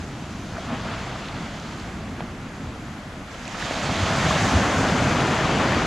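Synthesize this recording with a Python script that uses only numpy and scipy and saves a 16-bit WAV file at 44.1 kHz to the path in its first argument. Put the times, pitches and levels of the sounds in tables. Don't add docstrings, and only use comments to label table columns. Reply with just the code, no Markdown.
import sys
import numpy as np
from scipy import signal
from scipy.fft import rfft, irfft, next_fast_len
from scipy.io import wavfile
from scipy.ndimage import uniform_filter1d

SR = 44100
rng = np.random.default_rng(int(sys.argv[2]) if len(sys.argv) > 2 else 0)


def wav_out(sig):
    wavfile.write(sys.argv[1], SR, np.round(np.clip(np.atleast_2d(sig).T, -1, 1) * 32767).astype(np.int16))


N = 258426

# time in seconds, thud level in dB, boom level in dB, tumble level in dB.
LOW_SURF_LEVELS = [(0, -38.5, -35, -50), (1.2, -41, -36.5, -52), (2.2, -40, -36.5, -54),
                   (3.0, -45, -37.5, -62), (3.35, -46.5, -42.5, -66), (3.8, -40, -33.5, -60),
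                   (4.1, -31, -28.5, -52), (4.6, -31, -26, -36), (4.9, -30.5, -25, -34),
                   (5.15, -33, -25, -33), (5.86, -31, -27, -31)]
# time in seconds, rush level in dB.
RUSH_LEVELS = [(0, -40.5), (.47, -41.5), (.58, -37.5), (.9, -34), (1.8, -39.5), (2.15, -40.5),
               (3.15, -41.5), (3.5, -37.5), (3.62, -32), (4.05, -26.5), (4.3, -24), (5.75, -23.5),
               (5.86, -26)]
# time in seconds, coarse fizz level in dB, fine fizz level in dB.
FOAM_LEVELS = [(0, -50.5, -51), (.45, -48, -50.5), (.9, -41.5, -47.5), (1.3, -43.5, -48.5),
               (1.81, -47, -49), (1.95, -49.5, -53), (2.3, -52, -60), (3.26, -52, -70), (3.31, -49.5, -50),
               (3.57, -42, -42), (3.6, -36.5, -39), (4.05, -32.5, -35), (4.25, -32, -32),
               (4.52, -32.5, -31), (4.65, -36, -33.5), (5.86, -34, -37.5)]
# centre in seconds, time from centre to silence in
# seconds, then the peak thud, boom and rush levels in dB, added as power.
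SURGES = [(0.734, 0.073, -42, -35, -34), (.93, 0.17, -36, -52, -41), (1.376, 0.13, -38, -37, -55),
          (1.86, 0.076, -34.5, -39, -43), (2.215, 0.053, -41, -39, -40), (2.66, .12, -38, -39, -55),
          (3.2, .06, -45, -40, -53), (3.902, 0.11, -30, -34, -40), (4.26, 0.093, -33, -31, -31),
          (4.57, 0.13, -28, -26, -37), (4.807, 0.093, -45, -27.5, -42), (5.0, .2, -27, -37, -40)]
# time in seconds, left against right in dB and width change in dB
# of the churning water, left against right in dB and width change in dB of the fine foam.
SURF_DIRECTIONS = [(0, -0.5, 0, 1, 5), (.8, 1, -4, -.5, 2), (1.9, -1, .5, 0, -2), (2.7, 0.5, 2, 6, 8),
                   (3.15, 1, 4, -4, 4), (3.5, -1.8, 1.5, -5, -2), (3.9, -1.5, -7.5, -2.4, -2),
                   (4.4, .2, -4, -.5, 0), (5.1, 2.2, -5.5, .3, .3), (5.86, 2.5, -4, 1, 1)]
# centre in seconds, peak level in dB,
# pitch at the centre in Hz, length in cycles, pitch glide as a share of the pitch, left against right in dB.
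SINGLE_BUBBLES = [(.587, -26.5, 665, 12, 0.2, 0), (0.57, -24.5, 1340, 4.6, .1, 0),
                  (.733, -21.5, 256, 7.6, 0.029, -4), (.728, -34, 670, 15, -0.14, 0),
                  (1.287, -24, 3400, 3, 0, 0), (1.600, -29, 5000, 3, 0, 0), (1.8, -28, 4500, 3, 0, 0),
                  (1.673, -42, 9000, 4, 0, 0), (1.777, -36, 8000, 3, 0, 0),
                  (2.2071, -18, 740, 2.3, -1.3, -3), (2.2067, -28.5, 3100, 3.3, 0, -5),
                  (3.455, -25, 4300, 2.5, 0, -3.5), (3.480, -23, 7200, 6, 0, -7),
                  (3.478, -26.5, 2500, 7.4, 0, -3), (3.347, -34, 3000, 14, 0, -2),
                  (3.546, -25, 1500, 3.3, 0, -2), (4.4, -26, 1650, 9.2, 0, 0),
                  (3.626, -19, 1650, 5.6, 0, 0), (3.711, -19, 620, 4, -0.58, 0),
                  (3.896, -20.5, 800, 6, -0.28, -2), (4.31, -16.5, 1120, 14, 0.22, 1.5),
                  (4.56, -14, 83, 5.5, -0.093, 0), (4.44, -18, 103, 4.5, 0, 0),
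                  (4.035, -17.5, 91, 4.3, 0, 0), (4.255, -19.5, 163, 6.6, -0.12, 0),
                  (4.36, -19, 160, 6, 0, 0), (3.711, -23, 240, 1.8, 0, 0), (2.2066, -27, 1700, 1.8, 0, -3),
                  (.855, -26, 640, 4, 0, 0), (.875, -27, 520, 3, 0, 0), (1.071, -26, 650, 4.5, 0, 0),
                  (.69, -29, 245, 8, -.1, 0), (3.553, -26, 1350, 8, 0, 0), (3.495, -32, 6500, 8, 0, -4)]

# frequency in Hz, density in dB per Hz.
THUD_SPECTRUM = [(25, -33), (55, 3), (95, 5), (125, 3), (200, -32), (600, -95)]
BOOM_SPECTRUM = [(20, -60), (70, -49), (130, 1), (220, 1.5), (330, -5), (450, -14), (800, -39), (2000, -95)]
TUMBLE_SPECTRUM = [(120, -50), (220, -8), (300, 0), (420, -2), (600, -14), (1200, -60)]
RUSH_SPECTRUM = [(100, -70), (250, -27), (380, -10), (480, -6), (650, -1.5), (900, -5), (1350, -5),
                 (2200, -11.5), (3500, -20.5), (7000, -65)]
COARSE_FIZZ_SPECTRUM = [(800, -22), (2000, -5.5), (3200, -4), (5000, -10), (8000, -33), (12000, -70)]
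FINE_FIZZ_SPECTRUM = [(2500, -15), (4500, -4), (6500, -1.5), (9000, -3.5), (14500, -14)]
FAR_SURF_SPECTRUM = [(2000, -21), (5000, -6.5), (10000, -3), (14500, -7)]
WIND_SPECTRUM = [(12, -14), (28, -4), (50, -3), (100, -11), (250, -34), (800, -95)]
FAR_SURF_DB, WIND_DB = -47.5, -46

# frequency in Hz, gain in dB.
MICROPHONE_RESPONSE = [(4800, 0), (5600, -1.5), (6300, 0.5), (7700, -4.5), (8350, -12.5), (8900, -12.5),
                       (10900, -14), (12000, -19), (13200, -19.5), (14200, -27)]
# frequency in Hz, gain of the diffuse side signal in dB.
PORT_WIDTH = [(25, -13), (60, -24), (150, -49), (300, -48), (500, -30), (950, -41), (1200, -14.5),
              (1600, -9), (4100, -9.5), (7600, -9.5), (8350, 2), (9000, -10), (10900, -2.5), (13400, -8),
              (13600, -35)]
# frequency in Hz, share of the lean from 0 to 1.
TREBLE_LEAN = [(900, 0), (1250, 1)]
BAND_EDGE_HZ = 14180


def surf():
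    thud_db, boom_db, tumble_db = columns(LOW_SURF_LEVELS)
    rush_db, = columns(RUSH_LEVELS)
    thud_db, boom_db, rush_db = surged([thud_db, boom_db, rush_db])
    water_pan_db, water_width_db, foam_pan_db, foam_width_db = columns(SURF_DIRECTIONS)
    coarse, fine = bursting_foam()
    water = collapsing_air(thud_db, boom_db) + churned_water(tumble_db, rush_db) + coarse
    return placed(water, water_pan_db, water_width_db) + placed(fine, foam_pan_db, foam_width_db)


def collapsing_air(thud_db, boom_db):
    thud_noise = churn(patch_db=0.99, patch_hz=150, patch_s=0.04, flicker_db=0.49, flicker_s=0.04)
    boom_noise = churn(patch_db=0.61, patch_hz=150, patch_s=0.08, flicker_db=0.43, flicker_s=0.1)
    return layer(THUD_SPECTRUM, thud_db, thud_noise) + layer(BOOM_SPECTRUM, boom_db, boom_noise)


def churned_water(tumble_db, rush_db):
    tumble_noise = churn(patch_db=0.9, patch_hz=200, patch_s=0.06, flicker_db=0.4, flicker_s=0.06)
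    rush_noise = churn(patch_db=1.0, patch_hz=400, patch_s=0.068, flicker_db=0.2, flicker_s=0.035)
    grains = swarm(lo_hz=301, hi_hz=4090, per_s=900, cycles=4.967, spread_db=3.0)
    tumble = layer(TUMBLE_SPECTRUM, tumble_db, tumble_noise)
    return tumble + layer(RUSH_SPECTRUM, rush_db, rush_noise, grains, grain_share=0.024)


def bursting_foam():
    coarse_db, fine_db = columns(FOAM_LEVELS)
    coarse_noise = churn(patch_db=1.3, patch_hz=900, patch_s=0.04, flicker_db=0.62, flicker_s=0.04)
    large = swarm(lo_hz=1570, hi_hz=5740, per_s=1500, cycles=3.8, spread_db=3.2)
    fine_noise = churn(patch_db=0.73, patch_hz=1500, patch_s=0.04, flicker_db=0.66, flicker_s=0.04)
    small = swarm(lo_hz=3000, hi_hz=13000, per_s=2000, cycles=4, spread_db=4.2)
    coarse = layer(COARSE_FIZZ_SPECTRUM, coarse_db, coarse_noise, large, grain_share=0.088)
    fine = layer(FINE_FIZZ_SPECTRUM, fine_db, fine_noise, small, grain_share=0.078)
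    return coarse, fine


def surged(levels_db):
    t = np.arange(N) / SR
    power = gain_of(levels_db) ** 2
    for centre_s, reach_s, *peaks_db in SURGES:
        phase = np.clip((t - centre_s) / (2 * reach_s), -0.5, 0.5)
        swell = np.cos(np.pi * phase) ** 2
        power = power + (gain_of(peaks_db)[:, None] * swell) ** 2
    return 10 * np.log10(power)


def bubbles():
    mid, pan_db = np.zeros((2, N))
    for centre_s, peak_db, hz, cycles, glide, ring_pan_db in SINGLE_BUBBLES:
        ring = gain_of(peak_db) * bubble(hz, cycles, glide)
        start = round(centre_s * SR) - len(ring) // 2
        mid[start:start + len(ring)] += ring
        pan_db[start:start + len(ring)] = ring_pan_db
    return placed([mid, np.zeros(N)], pan_db, 0)


def bubble(hz, cycles, glide):
    u = np.linspace(-0.5, 0.5, max(round(cycles / hz * SR), 8))
    ring = np.cos(2 * np.pi * cycles * (u + glide * u ** 2 / 2))
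    return ring * np.cos(np.pi * u) ** 2


def swarm(lo_hz, hi_hz, per_s, cycles, spread_db, count=24):
    strength = gain_of(spread_db * np.minimum(rng.exponential(1, N), 3.0))
    strength *= rng.random(N) < per_s / SR
    kind = rng.integers(0, count, N)
    side = rng.standard_normal(N)
    both = np.array([np.ones(N), side])
    out = np.zeros((2, N))
    for k, hz in enumerate(np.geomspace(lo_hz, hi_hz, count)):
        train = strength * (kind == k) * both
        rings = signal.oaconvolve(train, bubble(hz, cycles, glide=0.12)[None], axes=1)[:, :N]
        out += hz * rings
    return evened(out)


def churn(patch_db, patch_hz, patch_s, flicker_db, flicker_s):
    hop = 128
    frames = N // hop + 5
    a, b, c, d, patches = rng.standard_normal((frames, 257, 5)).T
    patches = uniform_filter1d(patches, max(round(patch_hz * 512 / SR), 1), axis=0)
    patches = evened(uniform_filter1d(patches, max(round(patch_s * SR / hop), 1), axis=1))
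    flicker = rng.standard_normal(frames)
    flicker = evened(uniform_filter1d(flicker, max(round(flicker_s * SR / hop), 1)))
    spectra = np.array([a + 1j * b, c + 1j * d])
    spectra = spectra * gain_of(patch_db * patches + flicker_db * flicker)
    return evened(signal.istft(spectra, nperseg=512, noverlap=512 - hop)[1][:, :N])


def layer(spectrum, level_db, noise, grains=0, grain_share=0):
    mix = np.sqrt(1 - grain_share) * noise + np.sqrt(grain_share) * grains
    return gain_of(level_db) * evened(coloured(mix, spectrum))


def placed(sound, pan_db, width_db):
    mid, side = sound
    lean = np.tanh(pan_db * np.log(10) / 40)
    treble = irfft(rfft(mid) * read(TREBLE_LEAN, np.fft.rfftfreq(N, 1 / SR)), N)
    diffuse = gain_of(width_db) * coloured(side, PORT_WIDTH)
    return np.array([mid, diffuse + lean * treble])


def coloured(x, points):
    size = next_fast_len(N + 4096)
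    gain = gain_of(read(points, np.fft.rfftfreq(size, 1 / SR)))
    return irfft(rfft(x, size) * gain, size)[..., :N]


def read(points, hz):
    f, value = np.transpose(points)
    return np.interp(np.log(hz + 1), np.log(f + 1), value)


def columns(table):
    s, *values = np.transpose(table)
    return [np.interp(np.arange(N) / SR, s, v) for v in values]


def gain_of(db):
    return 10 ** (np.asarray(db) / 20)


def evened(x):
    return x / np.sqrt(np.mean(x ** 2) + 1e-20)


def far_surf():
    noise = churn(patch_db=0.8, patch_hz=1500, patch_s=0.1, flicker_db=0.4, flicker_s=0.2)
    return layer(FAR_SURF_SPECTRUM, FAR_SURF_DB, noise)


def wind():
    noise = churn(patch_db=0.59, patch_hz=150, patch_s=0.14, flicker_db=0.93, flicker_s=0.52)
    return layer(WIND_SPECTRUM, WIND_DB, noise)


def scene():
    background = placed(far_surf() + wind(), 0, 0)
    mid, side = surf() + bubbles() + background
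    return np.array([mid + side, mid - side])


def record(dry):
    edge = signal.firwin(1023, BAND_EDGE_HZ, window=("kaiser", 9), fs=SR)
    return signal.oaconvolve(coloured(dry, MICROPHONE_RESPONSE), edge[None], "same", axes=1)


dry = scene()
out = record(dry)
wav_out(out)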